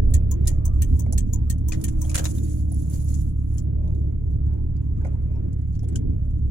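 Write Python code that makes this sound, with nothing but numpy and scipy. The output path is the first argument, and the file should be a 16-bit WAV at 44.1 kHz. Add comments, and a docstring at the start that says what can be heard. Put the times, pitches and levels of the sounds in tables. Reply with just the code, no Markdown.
"""Inside a car that turns slowly into a lane, heard at two microphone ports near the windscreen.
From the start the engine hums on its firing orders over banded road rumble, buzzing panels and a hiss of air.
Trim snaps follow, then the struck modes of an indicator relay tick on and off until the stalk snaps back;
palms slide round the wheel as patchy hiss with squeaks, while the steering pump whines up and eases away.
Creaks go on to the end. Each port colours everything with its own cavity resonance."""
import sys
import numpy as np
from scipy import signal
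from scipy.fft import rfft, irfft, next_fast_len
from scipy.io import wavfile
from scipy.ndimage import uniform_filter1d

SR = 44100
rng = np.random.default_rng(int(sys.argv[2]) if len(sys.argv) > 2 else 0)


def master(y):
    """Save y as 16-bit WAV."""
    cut = np.clip(np.atleast_2d(y).T, -1, 1)
    pcm = np.round(cut * 32767)  # scale
    wavfile.write(sys.argv[1], SR, pcm.astype(np.int16))


N = 286650
T = np.arange(N) / SR  # scene time, s
SIZE = next_fast_len(N + 8192)
HZ = np.arange(SIZE // 2 + 1) * SR / SIZE
BURST = np.arange(4500) / SR  # time within a short sound, s


def undb(db):
    """dB to gain."""
    return 10 ** (np.asarray(db) / 20)


def unit(x):
    """Scale to rms 1."""
    return x / np.sqrt(np.mean(x ** 2))


def curves(table):
    """Interpolate the columns of a table over time, sample by sample."""
    s, *columns = np.transpose(table)
    return [np.interp(T, s, column) for column in columns]


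def walk(rate):
    """Random levels held 1 / rate s and slewed twice; spread near 1."""
    held = np.repeat(rng.standard_normal(int(N / SR * rate) + 2), 8)
    once = uniform_filter1d(held, size=8)
    slewed = unit(uniform_filter1d(once, size=8))
    return np.interp(T * rate * 8, np.arange(len(held)), slewed)


def ring(x, hz, width_hz):
    """One resonance, gain 1 at its centre."""
    return signal.lfilter(*signal.iirpeak(hz, hz / width_hz, fs=SR), x)


def late_left(x):
    """The sound from floor and engine bay reaches the right port first, the left 0.95 ms later."""
    lag = int(0.00095 * SR)
    return np.array([np.pad(x, (lag, 0), mode="reflect")[:N], x])


def decay(t, t60):
    """Exponential fall by 60 dB in t60 s."""
    return 1000. ** (-t / t60)


def cabin(t60, rise):
    """Envelope of the dense early echoes of glass and seats: exponential rise, then decay."""
    return (1 - np.exp(-BURST / rise)) * decay(BURST, t60)


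def reflections():
    """Early echoes at both ports: noise in clumps under a millisecond long; rms 1 over both."""
    clumps = np.repeat(rng.standard_normal((2, len(BURST) // 30)), 30, axis=1)
    return unit(undb(4 * clumps) * rng.standard_normal((2, len(BURST))))


def add(out, s, burst):
    """Mix a burst in at time s."""
    i = int(s * SR)
    out[:, i:i + burst.shape[1]] += burst[:, :N - i]


def engine():
    """Orders of the engine, wavering several times a second in pitch and level; the pump whines in turns."""
    # Engine speed and load. Each row: time in seconds, base order (the lowest hum tone) in Hz, load in dB.
    speed_load = [(0, 33.38, 0.5), (.4, 34.37, 1), (1, 34.93, -0.5), (1.45, 35.17, -0.5), (1.74, 37.48, -3),
                  (1.92, 37.23, -3), (2.1, 36.29, -4.5), (2.4, 35.91, -2.5), (3.1, 35.17, -2.5),
                  (3.6, 35.46, -2), (4.4, 34.96, -2), (4.75, 35.6, -3), (5.3, 35.5, -4), (5.9, 35.09, -3),
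                  (6.5, 34.8, -4.5)]
    # Orders that follow the load. Each row: multiple of the base order, level in dB.
    loaded_orders = [(1, -43.5), (2, -20), (3, -24.5)]
    # Orders at steady mean level, whatever the load. Each row: multiple of the base order, level in dB.
    steady_orders = [(1.5, -45), (2.5, -53.5), (3.5, -56.5), (4, -37), (4.5, -39), (5, -52.5), (6, -49.5),
                     (6.5, -49.5), (7.5, -47), (9, -54)]
    # The seventh order booms while the wheel is turned in. Each row: time in seconds, level in dB.
    seventh = [(0, -48.5), (.7, -47.5), (.9, -38.5), (1.5, -39.5), (1.8, -49.5), (6.5, -54)]
    pump_order, full_lock_s = 8.55, 1.74
    pump_peak_db, pump_idle_db = -33.5, -55
    pump_rise_db_s, pump_ease_db_s = 83.5, 5.5

    hz, load_db = curves(speed_load)
    phase = 2 * np.pi * np.cumsum(hz * (1 + 0.0016 * walk(9))) / SR
    # the pump is loudest at full lock, then eases as the wheel unwinds
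    since = T - full_lock_s
    pump_db = pump_peak_db + np.minimum(pump_rise_db_s * since, -pump_ease_db_s * since)
    pump_db = np.maximum(pump_db, pump_idle_db)
    orders = [(multiple, db + load_db) for multiple, db in loaded_orders]
    orders += [(pump_order, pump_db), (7, curves(seventh)[0])]
    orders += steady_orders
    hum = 0
    for multiple, db in orders:
        hum = hum + undb(db + 0.39 * walk(8.1)) * np.sin(multiple * phase)
    return late_left(np.sqrt(2) * hum)


def road_levels():
    """Running levels of boom, floor pan and roar: the uneven lane makes them swell, sink and jolt."""
    # Road noise through the body. Each row: time in seconds, then suspension boom, floor pan
    # and tyre roar, each in dB.
    rumble = [(0, -23.5, -34, -57), (.9, -25.5, -34.5, -52), (1.6, -27, -36.5, -56),
              (2.4, -31.5, -39.5, -55.5), (3.2, -28.5, -39.5, -59.5), (4.0, -31.5, -39.5, -58),
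              (4.6, -28.5, -39, -60.5), (5.4, -30, -39.5, -59), (6.5, -26, -39.5, -59.5)]
    # Bumps in the lane. Each row: peak time in seconds, then the shift of boom, floor pan
    # and roar against the running level, each in dB; a negative shift is a dip.
    bumps = [(0.159, 9.5, 1, 5), (.5, 2.5, -0.5, 6.5), (1.0, 2, -1, -3.5), (1.81, -3, 2.5, 7.5),
             (1.96, -1, 2, 0.5), (2.23, 0.5, 1, 11.5), (2.95, -4, 4, 6.5), (3.33, 4.5, -3.5, -1),
             (3.901, 5, -1, 2.5), (5.069, 4.5, 5, 9.5), (5.951, -5, 4, 10), (6.101, 1, 8.5, 2)]
    lump_db = (0.5, 1.5, 3)  # spread of boom, floor pan, roar
    bump_rise_s, bump_fall_s = 0.17, 0.09

    levels = np.array(curves(rumble)) + np.array([db * walk(7) for db in lump_db])
    for s, *lift_db in bumps:
        rise = 1 + (T - s) / bump_rise_s
        fall = 1 - (T - s) / bump_fall_s
        levels = levels + np.array(lift_db)[:, None] * np.clip(np.minimum(rise, fall), 0, 1)
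    return levels


def road():
    """Third-octave bands of body noise, each flickering alone and partly alike at the two ports."""
    # Road colour about the running levels. Each row: frequency in Hz, level in dB in a third octave,
    # likeness of left to right from 0 to 1.
    colour = [(17.6, -10.5, 0.98), (31.5, -3, 0.94), (49, -9.5, 0.98), (63.1, -0.5, 0.97), (88.6, -6, 1),
              (113.5, 7, 0.6), (155, 0.5, 1), (223, -1.5, 0.8), (342, -6.5, 0.9), (424, -10, .6),
              (510, -7, 0.2), (850, -17.5, 0.02), (1260, -14, 0.01), (2320, -21.5, 0.6), (3270, -23, 0.05),
              (4200, -30.5, 0.05)]
    # Centres in Hz of suspension boom, floor pan and tyre roar.
    source_hz = (40, 240, 700)

    levels = road_levels()
    shared, own_left = np.zeros((2, N)), 0
    colour_hz, colour_db, like = np.transpose(colour)
    for hz in 16 * 2 ** (np.arange(25) / 3):
        bins = HZ[HZ < 1.3 * hz]
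        octaves = np.abs(np.log2((bins + 1e-9) / hz))
        band = np.clip(1 - 3 * octaves, 0, 1) ** .5
        noise = irfft(band * np.exp(2j * np.pi * rng.random((2, len(bins)))), SIZE)[:, :N]
        db = np.interp(np.log(hz), np.log(colour_hz), colour_db)
        likeness = np.interp(np.log(hz), np.log(colour_hz), np.clip(like, 0, 1))
        # each band follows the level of its nearest source
        nearest = np.argmin(np.abs(np.log(hz / np.array(source_hz))))
        noise = undb(levels[nearest] + db + 2.4 * walk(6)) * unit(noise)
        shared += [[likeness], [1]] * noise[0]
        own_left = own_left + np.sqrt(1 - likeness ** 2) * noise[1]
    return np.array([late_left(shared[0])[0] + own_left, shared[1]])


def panels():
    """Door and dash panels: narrow resonances fed by the roar, waking and resting, and single buzzes."""
    # Panels that buzz with the tyre roar. Each row: pitch in Hz, width in Hz, level in dB against the roar.
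    resonances = [(589, 110, -3.5), (897, 150, -13), (1226.6, 25, -20), (1680, 240, -23.5),
                  (2450, 390, -22)]
    # Single panel buzzes. Each row: start in seconds, length in seconds, pitch in Hz, level in dB.
    buzzes = [(0.42, .1, 598, -50), (0.55, 0.26, 1190, -57), (0.618, .12, 626, -51), (1.122, .06, 680, -50),
              (1.396, 0.053, 930, -57), (1.76, .06, 620, -50), (2.402, .25, 605, -57),
              (3.852, .25, 577, -61), (4.97, .05, 1220, -63), (5.001, .05, 880, -58), (5.0, .04, 1550, -60),
              (5.06, 0.032, 622, -48), (5.108, 0.037, 585, -54.5), (5.122, 0.048, 907, -56),
              (5.343, 0.056, 910, -56), (5.8, .15, 448, -51), (6.099, 0.28, 599, -57)]

    roar_db, out = road_levels()[2], 0
    for hz, width, db in resonances:
        buzz = ring(ring(rng.standard_normal((2, N)), hz, width), hz, width)
        out = out + undb(roar_db + db + 4.2 * walk(14)) * unit(buzz)
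    for s, length, hz, db in buzzes:
        buzz = ring(ring(rng.standard_normal((2, N // 8)), hz, hz / 14), hz, hz / 14)
        buzz = buzz[:, -int(length * SR):]  # the settled end of the ringing
        add(out, s, undb(db) * unit(buzz) * np.hanning(buzz.shape[1]) ** .5)
    return out


def creaks():
    """Each snap is crack, sizzle, ringing body, broad clack and longer thud, spread by the cabin."""
    # Snaps and creaks of stalk, wheel and trim. Each row: time in seconds, crack in dB, sizzle in dB,
    # body pitch in Hz, body in dB, broad clack in dB, thud in dB, left minus right in dB.
    snaps = [(0.108, -57, -66, 9900, -56.5, -75, -72, -8), (0.409, -66, -80, 3000, -67, -61.5, -57, -2),
             (0.455, -56, -70, 3800, -56, -52.5, -54, 1), (0.4733, -18.5, -49, 4040, -36, -68, -47, -7),
             (0.5144, -46, -66, 3000, -63, -72, -41, 1), (1.0618, -73, -85, 2160, -48, -64, -39.5, -5),
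             (1.1245, -27.5, -42, 10000, -39, -47, -38, -3), (1.5817, -48.5, -75, 3000, -63, -70, -71, -3),
             (1.721, -39, -49, 2480, -30, -33.5, -53, 7), (1.732, -56, -48, 2000, -34, -37.5, -45, 5),
             (1.744, -67, -50, 1910, -35, -41.5, -55, -5), (1.813, -38, -66, 3740, -57, -71, -62, -10),
             (1.8823, -33.5, -49, 3430, -48, -39, -60, -2), (2.048, -46, -65, 3270, -46, -52, -44, -6),
             (2.095, -27.5, -52, 2430, -32, -62, -62, -4.5), (2.115, -60, -58, 2480, -55, -44, -66, 8),
             (2.1443, -21, -32, 1700, -32, -29, -54, -6.5), (2.1536, -19, -42, 3220, -40, -22, -40, -3),
             (2.178, -31, -35, 1900, -33, -26, -29.5, 0), (2.1936, -42, -48, 1610, -30, -33, -30, -0.5),
             (2.2423, -23.5, -31, 3640, -36, -37, -55, -3), (2.2538, -50, -60, 988, -27, -43, -62, 9),
             (2.2536, -35, -40, 3800, -26.5, -28, -50, 2.5), (2.351, -48, -62, 3100, -51, -62, -68, -1),
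             (2.383, -46, -58, 3630, -47, -49.5, -63, -2), (2.718, -42.5, -46, 9970, -41, -54.5, -43, 0),
             (2.742, -46, -64, 10100, -44, -61, -68, 2), (2.698, -57, -64, 7040, -65, -70, -66, -7),
             (2.82, -53, -72, 10900, -51, -66, -69, -4), (2.899, -46, -60, 9900, -52, -66, -66, -4),
             (2.9388, -50, -66, 4700, -46, -62, -61, -3), (3.0446, -60, -66, 11000, -49, -72, -66, -4),
             (3.084, -39, -58, 4470, -51, -57, -55, -2), (3.1403, -34, -48, 3440, -57, -51, -64, 4.5),
             (3.541, -57, -69, 10340, -60, -73, -66.5, -7),
             (3.5716, -53, -71, 10000, -52.5, -58, -54.5, -4),
             (3.582, -32.5, -42.5, 3190, -48, -50.5, -59, 5),
             (3.623, -60.5, -69, 10500, -60, -80, -70.5, -5),
             (3.8765, -76, -91, 3590, -59.5, -61.5, -58.5, 3), (3.947, -77, -83, 3830, -63, -63, -58, 0.5),
             (4.7655, -79, -87.5, 4780, -59, -66, -63.5, 3.5), (4.9738, -79, -77, 1300, -58.5, -68, -57, 6),
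             (5.012, -70, -84, 1550, -47.5, -70, -49, 4.5), (5.048, -58.5, -69, 2187, -36, -56, -30, 0),
             (5.049, -69.5, -80, 1430, -39.5, -63.5, -59, 4),
             (5.0665, -53.5, -66, 2060, -48.5, -60, -40.5, 3.5),
             (5.131, -70.5, -86, 900, -45, -71, -59.5, 0), (5.151, -71, -88, 890, -40, -71, -57.5, -2.5),
             (5.352, -80.5, -95.5, 924, -43.5, -68.5, -61, -2),
             (5.376, -81.5, -91.5, 920, -43, -72, -59.5, -2),
             (5.358, -68, -83, 5240, -63.5, -80, -55.5, -1.5), (5.5287, -53, -75, 3000, -68, -75, -61, -2),
             (5.586, -61.5, -83, 3000, -72, -86, -63.5, -5), (5.6138, -62, -78, 2990, -77, -84, -74, -3),
             (5.679, -60.5, -76, 3000, -73.5, -77.5, -66.5, -4),
             (5.7256, -57, -70, 3000, -68, -75, -64, -1), (5.742, -69, -83, 4400, -61, -67, -62, 2),
             (5.751, -79, -73, 4400, -61, -55.5, -57, 6), (5.7924, -74, -67, 5400, -51, -58.5, -60, 0),
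             (5.8304, -60, -72, 10000, -62, -60, -44.5, -3), (5.841, -72, -80, 3360, -57, -58.5, -52, 1),
             (5.885, -54, -64, 9940, -56, -66, -66, -5.5), (5.886, -60, -70, 8050, -50.5, -62, -60, 0),
             (5.887, -70, -70, 3500, -63, -56, -56, -2), (5.925, -64, -76, 3500, -64, -62, -56, 3),
             (5.9547, -50, -58, 1540, -37.5, -52, -55, 1),
             (5.957, -28.5, -45.5, 3090, -33.5, -62, -54, 0.5)]
    ticks_per_s, tick_db = 2.5, -74  # faint trim ticks at random; the lowest crack level
    snap_t60_s, body_t60_s, thud_t60_s = 0.062, 0.025, 0.064
    body_width = 0.14  # as a share of the pitch
    body_ring_share, body_ring_cycles = 0.45, 70  # the body also rings clean; cycles to fall 60 dB
    thud_hz, knock_share = (536, 680.7), 0.8  # tones of the trim panel behind each thud

    out = np.zeros((2, N))
    crack_band = signal.butter(2, (4500, 11000), "band", fs=SR, output="sos")
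    thud_band = signal.butter(3, (450, 830), "band", fs=SR, output="sos")
    sizzle_band = signal.butter(2, 11000, "high", fs=SR, output="sos")
    knock = sum(np.sin(2 * np.pi * hz * BURST) for hz in thud_hz) * cabin(thud_t60_s, rise=0.0016)
    snap_shape = cabin(snap_t60_s, rise=0.0039) + 0.96 * cabin(0.014, rise=0.0009)  # direct path leads
    # hard contact: short, little echo
    blow_shape = cabin(body_t60_s, rise=0.0012) + 0.4 * cabin(snap_t60_s, rise=0.004)
    ticks = []
    for when, loud, pitch, side in rng.random((int(ticks_per_s * N / SR), 4)):
        ticks.append((when * N / SR, tick_db + 12 * loud, tick_db - 12, 2200 + 2500 * pitch,
                      tick_db + 3, tick_db + 4, tick_db + 10, 12 * (side - .5)))

    for s, crack_db, sizzle_db, hz, body_db, broad_db, thud_db, pan_db in snaps + ticks:
        paths = reflections()
        echo = paths * snap_shape
        blow = paths * blow_shape
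        width = body_width * hz
        # the narrower a part, the less of the blow it passes: plain factors make up for that
        crack = undb(crack_db) * signal.sosfilt(crack_band, echo)
        sizzle = 3.8 * undb(sizzle_db) * signal.sosfilt(sizzle_band, echo)
        body = 6 * undb(body_db) * ring(ring(blow, hz, width), hz, width)
        clack = 3 * undb(broad_db) * ring(echo, 2300, 4500)
        clean = np.sin(2 * np.pi * hz * BURST) * cabin(body_ring_cycles / hz, rise=0.002)
        clean = body_ring_share * undb(body_db) * clean
        thump = 6 * signal.sosfilt(thud_band, paths * cabin(0.077, rise=0.00063))
        thud = undb(thud_db) * (knock_share * knock + thump)
        snap = crack + sizzle + body + clack + clean + thud
        add(out, s - .001, snap * undb(np.array([[pan_db], [-pan_db]]) / 2))
    return out


def relay():
    """A short blow rings case and bracket; the cabin answers every tick much alike."""
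    # Times in seconds at which the relay closes, and at which it opens.
    closing = [0.1362, 0.474, 0.817, 1.1761, 1.4967, 1.8372, 2.1785]
    opening = [0.3093, 0.6497, 0.9903, 1.3296, 1.6807, 2.012]
    # Modes of case and bracket. Each row: pitch in Hz, 60 dB decay in seconds,
    # relative level in dB when closing, relative level in dB when opening.
    case_modes = [(985, 0.05, -18, -3), (1844, 0.035, -3.5, -20), (620, 0.02, -12.5, -12.5),
                  (1420, 0.012, -14.5, -24), (2390, 0.019, -9, -20), (2890, 0.0072, -5, -18),
                  (3136, 0.0097, -2.5, -14), (4220, 0.003, 1, -36), (6290, 0.012, -5, -5.5),
                  (6960, 0.0071, -4, -4), (8150, 0.0038, 3, -2), (9860, 0.0032, -1, -7.5),
                  (12170, 0.0012, -1, -2.5), (12900, 0.0031, -1, -8), (14300, 0.0013, 5.5, 5.5),
                  (15830, 0.0017, -4, 8.5)]
    tick_db = (-22.5, -25.5)  # energy of a closing, an opening blow before the echoes
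    mode_late_s = (0.006, 0.003)  # the first two modes come through the dash, late
    dash_db, dash_swell_s = -7, 0.0036  # those two also ring straight through the dash
    swell_cycles = 2  # the other modes swell in over a few cycles
    fresh_share = 0.35  # gain of the echoes that are new at each tick
    echo_t60_s, echo_rise_s = np.array([[0.066], [0.065]]), 0.0024  # decay at left, right port
    left_late_s = 0.0029  # the relay sits nearer the right

    out, paths, t = np.zeros((2, N)), reflections(), np.arange(2000) / SR
    hz, t60, *mode_db = np.array(case_modes).T[:, :, None]
    low = len(mode_late_s)
    t = np.maximum(t - np.pad(mode_late_s, (0, len(hz) - low))[:, None], 0)
    echo_t = np.maximum(BURST - np.array([[left_late_s], [0]]), 0)
    shape = (1 - np.exp(-echo_t / echo_rise_s)) * decay(echo_t, echo_t60_s)
    dash = undb(dash_db) * np.sqrt(np.sum(shape ** 2, axis=1, keepdims=True))
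    swell_s = np.where(np.arange(len(hz))[:, None] < low, dash_swell_s, swell_cycles / hz)
    envelope = (1 - np.exp(-t / swell_s)) * decay(t, t60) / np.sqrt(t60)
    for times, level_db, db in zip((closing, opening), tick_db, mode_db):
        for s in times:
            scatter = undb(1.8 * rng.standard_normal(db.shape))
            detune = 1 + .015 * rng.standard_normal(db.shape)
            modes = scatter * undb(db) * np.sin(2 * np.pi * hz * detune * t) * envelope
            modes = modes * undb(level_db) / np.sqrt(np.sum(modes ** 2))
            echo = (paths + fresh_share * reflections()) * shape
            add(out, s - .0003, signal.fftconvolve(echo, modes.sum(axis=0)[None]))
            add(out, s - .001, dash * modes[:low].sum(axis=0))
    return out


def squeaks():
    """Brief narrow squeaks of skin on the rim, each at its own pitch and side."""
    per_s, loudest_db, t60_s = 110, 12.5, 0.035  # level against the slide
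    out = np.zeros((2, N))
    for when, pitch, soft, side in rng.random((int(per_s * N / SR), 4)):
        hz = 3500 * 4 ** pitch
        tone = (np.sin(2 * np.pi * hz * BURST) * cabin(t60_s, rise=0.003))[:2000]
        add(out, when * N / SR, undb(loudest_db - 12 * soft) * tone * np.array([[side], [1 - side]]))
    return out


def palms():
    """Skin dragging over the rim: patchy hiss catching in tiny slips, fading to the steady air noise."""
    # Palms sliding round the wheel, one row a stroke. Each row: start of the hold in seconds,
    # hold in seconds, level in dB before the colour, left minus right in dB.
    strokes = [(0.48, 0.054, -73, 6), (0.74, 0.094, -73.5, -2), (0.854, 0.14, -70, -8),
               (0.957, .02, -69.5, 2), (1.297, 0.02, -70.5, 1), (1.74, 0.18, -62.5, -2),
               (2.028, 0.3, -55, -1.5), (2.279, 0.038, -49, -2), (2.352, 0.029, -51.5, -5),
               (2.443, 0.093, -54, -0.5), (2.538, 0.061, -56, -1), (2.64, 0.06, -71.5, 1),
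               (2.732, 0.17, -59.5, -1), (2.905, 0.081, -53, -2.5), (2.992, 0.058, -57.5, -4),
               (3.094, 0.061, -54, -0.5), (3.187, 0.031, -57.5, -3.5), (3.275, 0.012, -68, -10),
               (3.389, 0.12, -74, -6), (3.531, 0.016, -66, -4)]
    # Colour of the hiss. Each row: centre in Hz, width in Hz, level in dB.
    slide_bands = [(2200, 3700, -7.5), (4140, 1500, -12.5), (7300, 2500, 4), (9800, 710, 3),
                   (12700, 3300, 0.5)]
    air_db = -81  # air past the glass, before the same colour
    grab_db_s, let_go_db_s = 253, 327
    slips_per_s, slip_decay_s = 260, 0.0017

    # each stroke swells in, holds and dies away; the loudest one counts
    sides = np.array([[.5], [-.5]])
    stroke_db = []
    for s, hold, db, pan_db in strokes:
        edges_db = np.minimum(grab_db_s * (T - s), let_go_db_s * (s + hold - T))
        stroke_db.append(db + pan_db * sides + np.minimum(edges_db, 0))
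    slide = undb(np.max(stroke_db, axis=0))
    slips = (rng.random(N) < slips_per_s / SR) * undb(2.8 * rng.exponential(size=N))
    grip = 1 + 0.22 * signal.lfilter([1], [1, -np.exp(-1 / (slip_decay_s * SR))], slips)
    noise, patches = rng.standard_normal((2, N)), 0
    for hz, width, db in slide_bands:
        patches = patches + undb(db + 2.9 * walk(35) + 1.6 * walk(160)) * ring(noise, hz, width)
    return (slide + undb(air_db)) * grip * patches + slide * squeaks()


def scene():
    """All sources at the two ports."""
    return engine() + road() + panels() + creaks() + relay() + palms()


def record(dry):
    """Each port has a small cavity that lifts its own pitch, and dulls the top; then the top is cut."""
    # Left port, then right. Each row: cavity pitch in Hz, width in Hz, lift in dB at the cavity,
    # level in dB below it, corner in Hz above which the port is dull.
    cavities = [(6835, 900, 16.5, -3.5, 6370), (10330, 1000, 12, -2, 11000)]
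    top_hz = 15900
    ports = []
    for hz, width, db, low_db, dull_hz in cavities:
        off_tune = (HZ - hz ** 2 / (HZ + 1)) / (2 * width)
        cavity = 1 + (undb(db / 2) - 1) / (1 + 1j * off_tune)
        ports.append(undb(low_db) * cavity ** 2 / (1 + 1j * HZ / dull_hz))
    # mirrored ends let the filters settle outside the scene
    running = np.pad(dry, ((0, 0), (2048, 2048)), mode="reflect")
    wet = irfft(rfft(running, SIZE) * np.array(ports), SIZE)
    top_cut = signal.ellip(8, .2, 70, top_hz, fs=SR, output="sos")
    return signal.sosfilt(top_cut, wet)[:, 2048:2048 + N]


dry = scene()
out = record(dry)
master(out)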